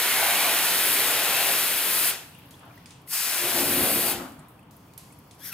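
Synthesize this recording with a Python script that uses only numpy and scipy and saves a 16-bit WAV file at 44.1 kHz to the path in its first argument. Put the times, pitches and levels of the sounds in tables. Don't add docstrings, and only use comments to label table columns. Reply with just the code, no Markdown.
import sys
import numpy as np
from scipy import signal
from scipy.fft import rfft, irfft, next_fast_len
from scipy.io import wavfile
from scipy.ndimage import uniform_filter1d, map_coordinates

SR = 44100
rng = np.random.default_rng(int(sys.argv[2]) if len(sys.argv) > 2 else 0)


def transcribe(u):
    v = np.clip(np.atleast_2d(u).T, -1, 1)
    q = np.round(v * 32767).astype(np.int16)
    wavfile.write(sys.argv[1], SR, q)


def ratio(d):
    e = np.asarray(d, float) / 20
    return 10 ** e


N = 243927
TIME = np.arange(N) / SR
SIZE = next_fast_len(N + SR)
HZ = np.maximum(np.arange(SIZE // 2 + 1) * SR / SIZE, 1)

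# (frequency [Hz], left-right likeness [0-1])
NEAR_ALIKE = [(60, 0.92), (130, 0.98), (290, 1), (640, 0.95), (1410, 0.86), (3100, 0.79), (6820, 0.57),
              (15000, 0.69)]
# (frequency [Hz], left-right likeness [0-1])
FAR_ALIKE = [(60, 0.9), (130, 1), (290, 0.9), (640, 0.6), (1410, 0.37), (3100, 0.14), (6820, 0.087),
             (15000, 0.45)]
DROPS_OPEN_POWER = 2.7


def rms_one(x):
    return x / np.sqrt(np.mean(x ** 2) + 1e-20)


def in_time(*tables):
    s, *columns = np.concatenate(tables).T
    return [np.interp(TIME, s, column) for column in columns]


def at_hz(points):
    hz, value = np.transpose(points)
    return np.interp(np.log(HZ), np.log(np.maximum(hz, 1)), value)


def sides(pan_db):
    return ratio(np.array([pan_db / 2, -pan_db / 2]))


def drift(rate):
    knots = rng.standard_normal(int(N / SR * 60) + 9)
    coarse_time = TIME[::64]
    place = np.minimum(coarse_time * rate, len(knots) - 3)
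    return np.interp(TIME, coarse_time, map_coordinates(knots, [place], order=3))


def held(rows, on_db_per_s, off_db_per_s):
    levels = []
    for start, stop, db in rows:
        rise = on_db_per_s * np.maximum(start - TIME, 0)
        fall = off_db_per_s * np.maximum(TIME - stop, 0)
        levels.append(db - rise - fall)
    return np.max(levels, axis=0)


def valve(off_db_per_s, power):
    # (squeezed [s], let go [s])
    sprays = [
        (-1.0, 2.093),
        (3.055, 4.116),
    ]
    open_s = 0.081
    flow = 0
    for start, stop in sprays:
        opening = np.clip((TIME - start) / open_s, 0, 1) ** power
        flow = flow + opening * ratio(-off_db_per_s * np.maximum(TIME - stop, 0))
    return flow


def two_ports(mid, side, alike):
    # (frequency [Hz], lead of the left [rad])
    port_phase = [(20, 0), (2700, 0), (3450, .6), (4900, 1.8), (5900, 2.1), (7150, .1), (11300, .4),
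                  (16000, .3)]
    likeness = np.clip(at_hz(alike), 0, .998)
    turn = np.exp(.5j * at_hz(port_phase))
    common, apart = np.sqrt(1 + likeness) * mid, np.sqrt(1 - likeness) * side
    return np.array([(common + apart) * turn, (common - apart) / turn])


def drops(colour, alike, modes=(), patchy_db=None, lumps_db=3.0):
    size = ratio(lumps_db * np.minimum(rng.exponential(1, N), 4))
    low_hz, high_hz = np.array(colour)[[0, -1], 0]
    gain = ratio(at_hz(colour)) / (1 + (low_hz / HZ) ** 6) / (1 + (HZ / high_hz) ** 6)
    ringing = 1
    for hz, width_hz, db in modes:
        ringing = ringing + (ratio(db) - 1) / (1 + (2 * (HZ - hz) / width_hz) ** 2)
    pair = gain * ringing * two_ports(*rfft(rng.standard_normal((2, N)) * size, SIZE), alike)
    if patchy_db is None:
        return rms_one(irfft(pair, SIZE)[:, :N])
    out, together, place = 0, drift(4.63), 2 * np.log2(HZ)
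    for band in range(int(2 * np.log2(low_hz)), int(2 * np.log2(high_hz)) + 2):
        window = np.cos(np.pi / 2 * np.clip(place - band, -1, 1)) ** 2
        flicker = ratio(patchy_db * (0.38 * together + drift(14.0)))
        out = out + irfft(pair * window, SIZE)[:, :N] * flicker
    return rms_one(out)


def traffic():
    # (frequency [Hz], density [dB/Hz])
    road_colour = [(12, -60), (20, -28.5), (120, -2), (177, -3.5), (220, -10), (298, -7.5), (362, -16.5),
                   (459, -14.5), (501, -15), (621, -17.5), (723, -16.5), (999, -14.5), (1570, -25),
                   (1830, -26), (3500, -29), (4550, -67), (7700, -120)]
    rest_db, duck_db, recover_s = -51.5, -4.5, 0.25
    level_db = rest_db + duck_db * valve(20 / recover_s, DROPS_OPEN_POWER)
    return ratio(level_db) * drops(road_colour, FAR_ALIKE, lumps_db=0.5) * sides(0.56)[:, None]


def yard(x):
    t60_s, level_db, first_return_s = 0.59, -15, .008
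    t = np.arange(SR) / SR
    dull = signal.lfilter([1], [1, -.4], rng.standard_normal((2, SR)))
    tail = dull * ratio(-60 * t / t60_s) * (t > first_return_s)
    tail = tail / np.sqrt(np.sum(tail ** 2, axis=1, keepdims=True))
    response = two_ports(*rfft(tail, SIZE), FAR_ALIKE)
    return ratio(level_db) * irfft(rfft(x.mean(axis=0), SIZE) * response, SIZE)[:, :N]


def hose():
    start_s, peak_db, t60_s = 4.378, -41, 0.2
    t = np.maximum(TIME - start_s, 0)
    band = signal.butter(2, [95, 230], "band", fs=SR, output="sos")
    dull = rms_one(signal.sosfilt(band, rng.standard_normal(N)))
    return ratio(peak_db - 60 * t / t60_s) * (1 - np.exp(-t / .01)) * dull


def ticks(per_s=81.0):
    t60_s = .015
    born = (rng.random(N) < per_s / SR) * ratio(3.0 * np.minimum(rng.exponential(1, N), 2.5))
    envelope = signal.lfilter([1], [1, -ratio(-60 / (t60_s * SR))], born + 1e-18)
    spit = envelope * rng.standard_normal((2, N))
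    treble = signal.butter(3, 8500, "high", fs=SR, output="sos")
    return rms_one(signal.sosfilt(treble, spit + .8 * spit[::-1]))


def trickle():
    # (from [s], to [s], fizz [dB], gurgle [dB])
    runs = [
        (2.3, 2.42, -56, -56),
        (2.45, 2.9, -57.5, -58.5),
        (4.3, 4.42, -59, -62),
        (4.45, 4.75, -66, -72),
        (4.857, 5.4, -59.5, -69.5),
    ]
    # (time [s], level [dB])
    slosh_times = [
        (2.635, -49.5),
        (4.2, -41),
        (4.39, -52.5),
    ]
    # (frequency [Hz], density [dB/Hz])
    fizz_colour = [(2350, -45), (4000, -12), (4240, -3), (4500, -2), (7310, -11), (14700, -4.5),
                   (15800, -3), (16400, -23)]
    gurgle_colour = [(820, -29), (1400, -5), (2910, -1.5), (3870, -7), (4210, -8), (4510, -21), (6000, -25),
                     (7800, -58), (13200, -120)]
    slosh_colour = [(500, -15), (650, -8.5), (1000, -10), (1500, -7)]
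    on_db_per_s, off_db_per_s = 80, 51
    fizz_db = held([(a, b, db) for a, b, db, _ in runs], on_db_per_s, off_db_per_s)
    gurgle_db = held([(a, b, db) for a, b, _, db in runs], on_db_per_s, off_db_per_s)
    slosh_db = held([(s, s, db) for s, db in slosh_times], 330, 73)
    fizz = drops(fizz_colour, FAR_ALIKE, patchy_db=1.8) + ratio(-9) * ticks()
    gurgle = drops(gurgle_colour, FAR_ALIKE, patchy_db=3.0, lumps_db=4.5)
    slosh = drops(slosh_colour, FAR_ALIKE, patchy_db=1.8, lumps_db=4.5)
    water = ratio(fizz_db - 6.5) * fizz + ratio(gurgle_db - 3.5) * gurgle + ratio(slosh_db) * slosh
    return water * sides(1.8)[:, None]


def plinks():
    # (time [s], peak [dB], frequency [Hz])
    bubbles = [(2.318, -44, 4400), (2.35, -38, 2710), (2.54, -37.5, 3280), (2.552, -44, 3800),
               (2.632, -46, 3380), (2.682, -46, 2900), (2.71, -42, 2300), (2.776, -39, 1890),
               (3.075, -43, 1990), (4.591, -46, 2500), (4.63, -48, 2830), (5.05, -52, 3200),
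               (5.105, -46, 2140), (2.42, -43, 2590), (2.74, -49, 2100), (4.355, -49, 2900),
               (4.45, -52, 2300), (4.9, -50, 2400), (5.125, -50, 2450)]
    ring_cycles = 55
    out, t = np.zeros(N + SR), np.arange(SR // 10) / SR
    for s, db, hz in bubbles:
        t60 = ring_cycles / hz
        envelope = ratio(db - 1.0 - 60 * t / t60) * (1 - np.exp(-t / 0.0013))
        out[round(s * SR):][:len(t)] += envelope * np.sin(2 * np.pi * hz * t * (1 + .1 * t / t60))
    return out[:N] * sides(1.5)[:, None]


def splats():
    # (time [s], peak [dB], low edge [Hz], high edge [Hz],
    # splash t60 [s])
    bursts = [
        (2.508, -45, 3000, 13100, 0.28),
        (2.777, -55, 2500, 15000, .06),
        (2.858, -43, 2010, 9700, 0.21),
        (2.906, -44, 2000, 9400, 0.26),
        (3.074, -48, 1500, 16000, 0.099),
        (4.484, -51, 8100, 15600, 0.29),
        (4.709, -51, 3500, 16000, 0.82),
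        (4.935, -51, 3000, 16000, .06),
        (4.977, -41.5, 2010, 13000, 0.46),
        (5.31, -46.5, 2200, 10400, 0.22),
    ]
    # (time [s], peak
    # [dB], centre [Hz], left-right [dB])
    spits = [(2.347, -53, 9400, 6), (2.386, -48, 13300, 8), (2.458, -53, 12600, 0), (2.488, -55, 12600, 2),
             (2.592, -51, 9200, 0), (2.652, -56, 11600, 2), (2.755, -53, 14000, 2),
             (3.016, -56.5, 11200, -4), (4.32, -54, 7700, 0), (4.392, -48, 8400, -5),
             (4.592, -57, 9900, -6), (4.63, -62, 9800, 2), (4.765, -51, 11300, 2), (4.977, -36, 10900, -7),
             (5.124, -46, 9200, 0), (5.187, -50, 11600, 2), (5.274, -55, 14000, 0), (5.347, -54, 11600, -3)]
    spit_width, spit_t60_s, big_pan_db = 1.22, .055, -1
    rows = [(*row, big_pan_db) for row in bursts]
    for s, db, hz, pan_db in spits:
        rows.append((s, db, hz / spit_width, hz * spit_width, spit_t60_s, pan_db))
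    out, t = np.zeros((2, N + SR)), np.arange(SR // 3) / SR
    for s, db, low_hz, high_hz, t60, pan_db in rows:
        mid, side = rng.standard_normal((2, len(t)))
        landing, patter = ratio(1.5 - 60 * t / .017), ratio(-7.5 - 60 * t / (1.6 * t60))
        shape = (1 - np.exp(-t / .0006)) * (landing + patter)
        band = signal.butter(5, [low_hz, min(high_hz * 1.04, .45 * SR)], "band", fs=SR, output="sos")
        burst = signal.sosfilt(band, np.array([mid + 0.8 * side, mid - 0.45 * side]))
        out[:, round(s * SR):][:, :len(t)] += ratio(db - 1.5) * rms_one(burst) * shape * sides(pan_db)[:, None]
    return out[:, :N]


def hand():
    # (time [s], slip rate [Hz], rubbing level [dB])
    strokes = [(5.38, 1397, -65), (5.405, 1570, -51), (5.425, 1700, -49), (5.44, 1900, -40.5),
               (5.462, 1945, -36.5), (5.478, 1740, -38.5), (5.495, 1563, -38), (5.515, 1420, -46.5),
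               (5.53, 1270, -37)]
    # (frequency [Hz], density [dB/Hz])
    rub_colour = [(710, -47), (1200, -17), (1600, -8), (1920, -6), (2070, -10), (2910, -14), (3360, -7),
                  (4140, -8), (5810, -6.5), (7640, -16.5), (11700, -4), (15700, -8), (16400, -38)]
    squeak_s, squeak_db, octave_db = 5.42, -50, -3
    grab_s, grab_db = 5.528, 15
    slip_hz, rub_db = in_time(strokes)
    level_db = held([(squeak_s, N / SR, squeak_db)], 600, 0)
    octave_db = np.maximum(octave_db, held([(grab_s, N / SR, grab_db)], 1300, 0))
    jitter = rms_one(uniform_filter1d(rng.standard_normal(N), size=80))
    phase = 2 * np.pi * np.cumsum(slip_hz * (1 + .03 * jitter)) / SR
    squeak = 0
    for k, db in enumerate([0, octave_db, -5, -14], start=1):
        squeak = squeak + ratio(db - 3.5 + 3.2 * drift(55.0)) * np.sin(k * phase)
    film = drops(rub_colour, NEAR_ALIKE, [(11800, 500, 5), (5600, 300, 4)], patchy_db=1.5)
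    touching = TIME > strokes[0][0]
    return touching * (ratio(level_db) * squeak + ratio(rub_db) * film) * sides(4.6)[:, None]


def wing():
    # (from [s], to [s], level [dB])
    crossings = [
        (3.43, 3.45, -41),
        (3.56, 3.69, -38),
        (3.78, 3.82, -35.5),
        (3.96, 3.98, -39),
        (4.02, 4.19, -44),
    ]
    # (frequency [Hz], density [dB/Hz])
    panel_colour = [(150, -6), (250, 0), (320, -4), (600, -14), (1100, -16)]
    # (frequency [Hz], width [Hz], level over the colour [dB])
    panel_modes = [(226, 12, 11), (260, 12, 7), (287, 10, 9), (572, 20, 14), (705, 15, 12), (1020, 25, 14)]
    note_hz, builds_s, boom_db, thud_db = 351, 0.2, 2, -5
    note_db = held(crossings, 404, 137)
    shake_db = held(crossings, 80, 91)
    builds = np.clip((TIME - crossings[0][0]) / builds_s, 0, 1)
    note = np.sqrt(2) * np.sin(2 * np.pi * np.cumsum(note_hz + 1.5 * drift(7.0)) / SR)
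    boom = drops(panel_colour, NEAR_ALIKE, panel_modes, patchy_db=1.5)
    low_band = signal.butter(2, [65, 198], "band", fs=SR, output="sos")
    thud = rms_one(signal.sosfilt(low_band, rng.standard_normal(N)))
    return ratio(note_db) * note + builds * ratio(shake_db) * (ratio(boom_db) * boom + ratio(thud_db) * thud)


def pocket(width_hz=136.0):
    # (time [s], centre [Hz], level [dB])
    pocket_path = [(0, 2160, -45), (.12, 2047, -33.5), (.5, 2500, -37), (.65, 2500, -53), (.85, 1954, -44),
                   (1.05, 2350, -40.5), (1.42, 2710, -35), (1.7, 2810, -59), (2.05, 2690, -48)]
    centre_hz, level_db = in_time(pocket_path)
    lowpass = signal.butter(2, width_hz, fs=SR, output="sos")
    slow = signal.sosfilt(lowpass, rng.standard_normal((3, N)))
    turn = 2 * np.pi * np.cumsum(centre_hz) / SR
    ring = slow[0] * np.cos(turn) + slow[1] * np.sin(turn)
    apart = 0.5 * slow[2] * np.cos(turn + 1)
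    return ratio(level_db) * rms_one(np.array([ring + apart, ring - apart]))


def spray():
    # (time [s], pressure [dB], cone on metal [dB], coarse drops [dB], left-right [dB])
    aim = [
        [(0.0, -27.5, -26, -23.5, 2), (0.1, -26.5, -26.5, -23, 1), (0.45, -26, -26, -23, 1),
         (0.71, -26.5, -27, -21.5, 1), (0.9, -23.5, -27.5, -23, 2), (1.22, -28, -27.5, -23, 2.5),
         (1.5, -25.5, -27, -22.5, 2.5), (1.8, -27, -30.5, -26, 3), (2.08, -23, -30, -22.5, 2.5)],
        [(3.14, -28.5, -37.5, -21.5, 4), (3.3, -30, -32, -23, 4), (3.52, -28, -31, -25, 3.5),
         (3.6, -25.5, -29, -22, 3.5), (3.64, -28, -33, -24, 4), (3.72, -25.5, -30.5, -25.5, 3),
         (3.85, -24.5, -30.5, -25.5, 3.5), (4.01, -25.5, -32, -26, 2.5), (4.09, -26, -33, -25.5, 3.5)],
    ]
    # (from [s], to [s], level [dB])
    on_hollow = [
        (0.22, 0.5, -32),
        (1.12, 1.5, -35.5),
        (3.58, 3.62, -36),
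        (3.83, 3.87, -35.5),
        (4.08, 4.1, -34.5),
    ]
    on_tyre = [
        (0.0, 1.55, -42),
        (1.601, 2.13, -45),
        (3.14, 3.22, -58),
        (3.27, 3.4, -50.5),
        (3.44, 3.45, -37),
        (3.58, 3.9, -37),
        (3.95, 4.25, -41),
    ]
    # (frequency [Hz], density [dB/Hz])
    mist_colour = [(2650, -43), (4500, -6), (6540, -12.5), (10600, -1), (14600, 0), (15200, 2.5),
                   (16100, -27), (16400, -40)]
    spoke_colour = [(530, -40), (900, -4.5), (1190, -4.5), (1410, -0.5), (1680, -1.5), (2480, -1.5),
                    (4040, -3), (4840, -12.5), (7000, -11), (9100, -68), (15400, -120)]
    hollow_colour = [(620, 2), (670, 3.5), (850, 1), (930, -3.5), (1100, -2.5)]
    tyre_colour = [(25, -30), (35, -20), (48, -23), (120, -13.5), (250, -8), (310, -4.5), (450, -3),
                   (660, -0.5)]
    # (frequency [Hz], width [Hz], level over the colour [dB])
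    spoke_modes = [(1900, 120, 1), (2300, 63, 0.5), (2500, 160, 2), (3040, 270, 1)]
    hollow_modes = [(665, 13, 2.1), (767, 13, 1), (820, 13, 1.7)]
    pressure_db, metal_db, coarse_db, pan_db = in_time(*aim)
    fine = valve(394, 1.9)
    heavy = valve(155, DROPS_OPEN_POWER)
    body = valve(85, DROPS_OPEN_POWER)
    hollow = np.hypot(ratio(held(on_hollow, 80, 75)), ratio(metal_db - 14))
    tyre = ratio(held(on_tyre, 320, 75))
    mist = drops(mist_colour, NEAR_ALIKE)
    coarse_band = signal.butter(2, [4500, 8200], "band", fs=SR, output="sos")
    coarse = signal.sosfiltfilt(coarse_band, mist)
    water = fine * ratio(pressure_db + 1.0) * (mist - coarse) + heavy * ratio(coarse_db) * coarse
    water += heavy * ratio(metal_db) * drops(spoke_colour, NEAR_ALIKE, spoke_modes, lumps_db=2.1)
    water += body * hollow * ratio(-1.4) * drops(hollow_colour, NEAR_ALIKE, hollow_modes, patchy_db=-1.0)
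    water += body * tyre * ratio(1.5) * drops(tyre_colour, NEAR_ALIKE, patchy_db=1.0)
    water += wing() + heavy * pocket()
    return water * sides(pan_db)


def scene():
    near = spray() + splats() + plinks() + hand()
    return near + yard(near) + trickle() + traffic() + hose()


def roll_off(x):
    return signal.sosfilt(signal.butter(12, 16590, fs=SR, output="sos"), x)


def record(dry):
    mid, side = (dry[0] + dry[1]) / 2, (dry[0] - dry[1]) / 2
    side = side - 0.69 * signal.lfilter(*signal.butter(1, 180, fs=SR), side)
    low_pass = signal.cheby2(24, 70, 16150, fs=SR, output="sos")
    mix = signal.sosfilt(low_pass, np.array([mid + side, mid - side]))
    return roll_off(mix)


dry = scene()
out = record(dry)
transcribe(out)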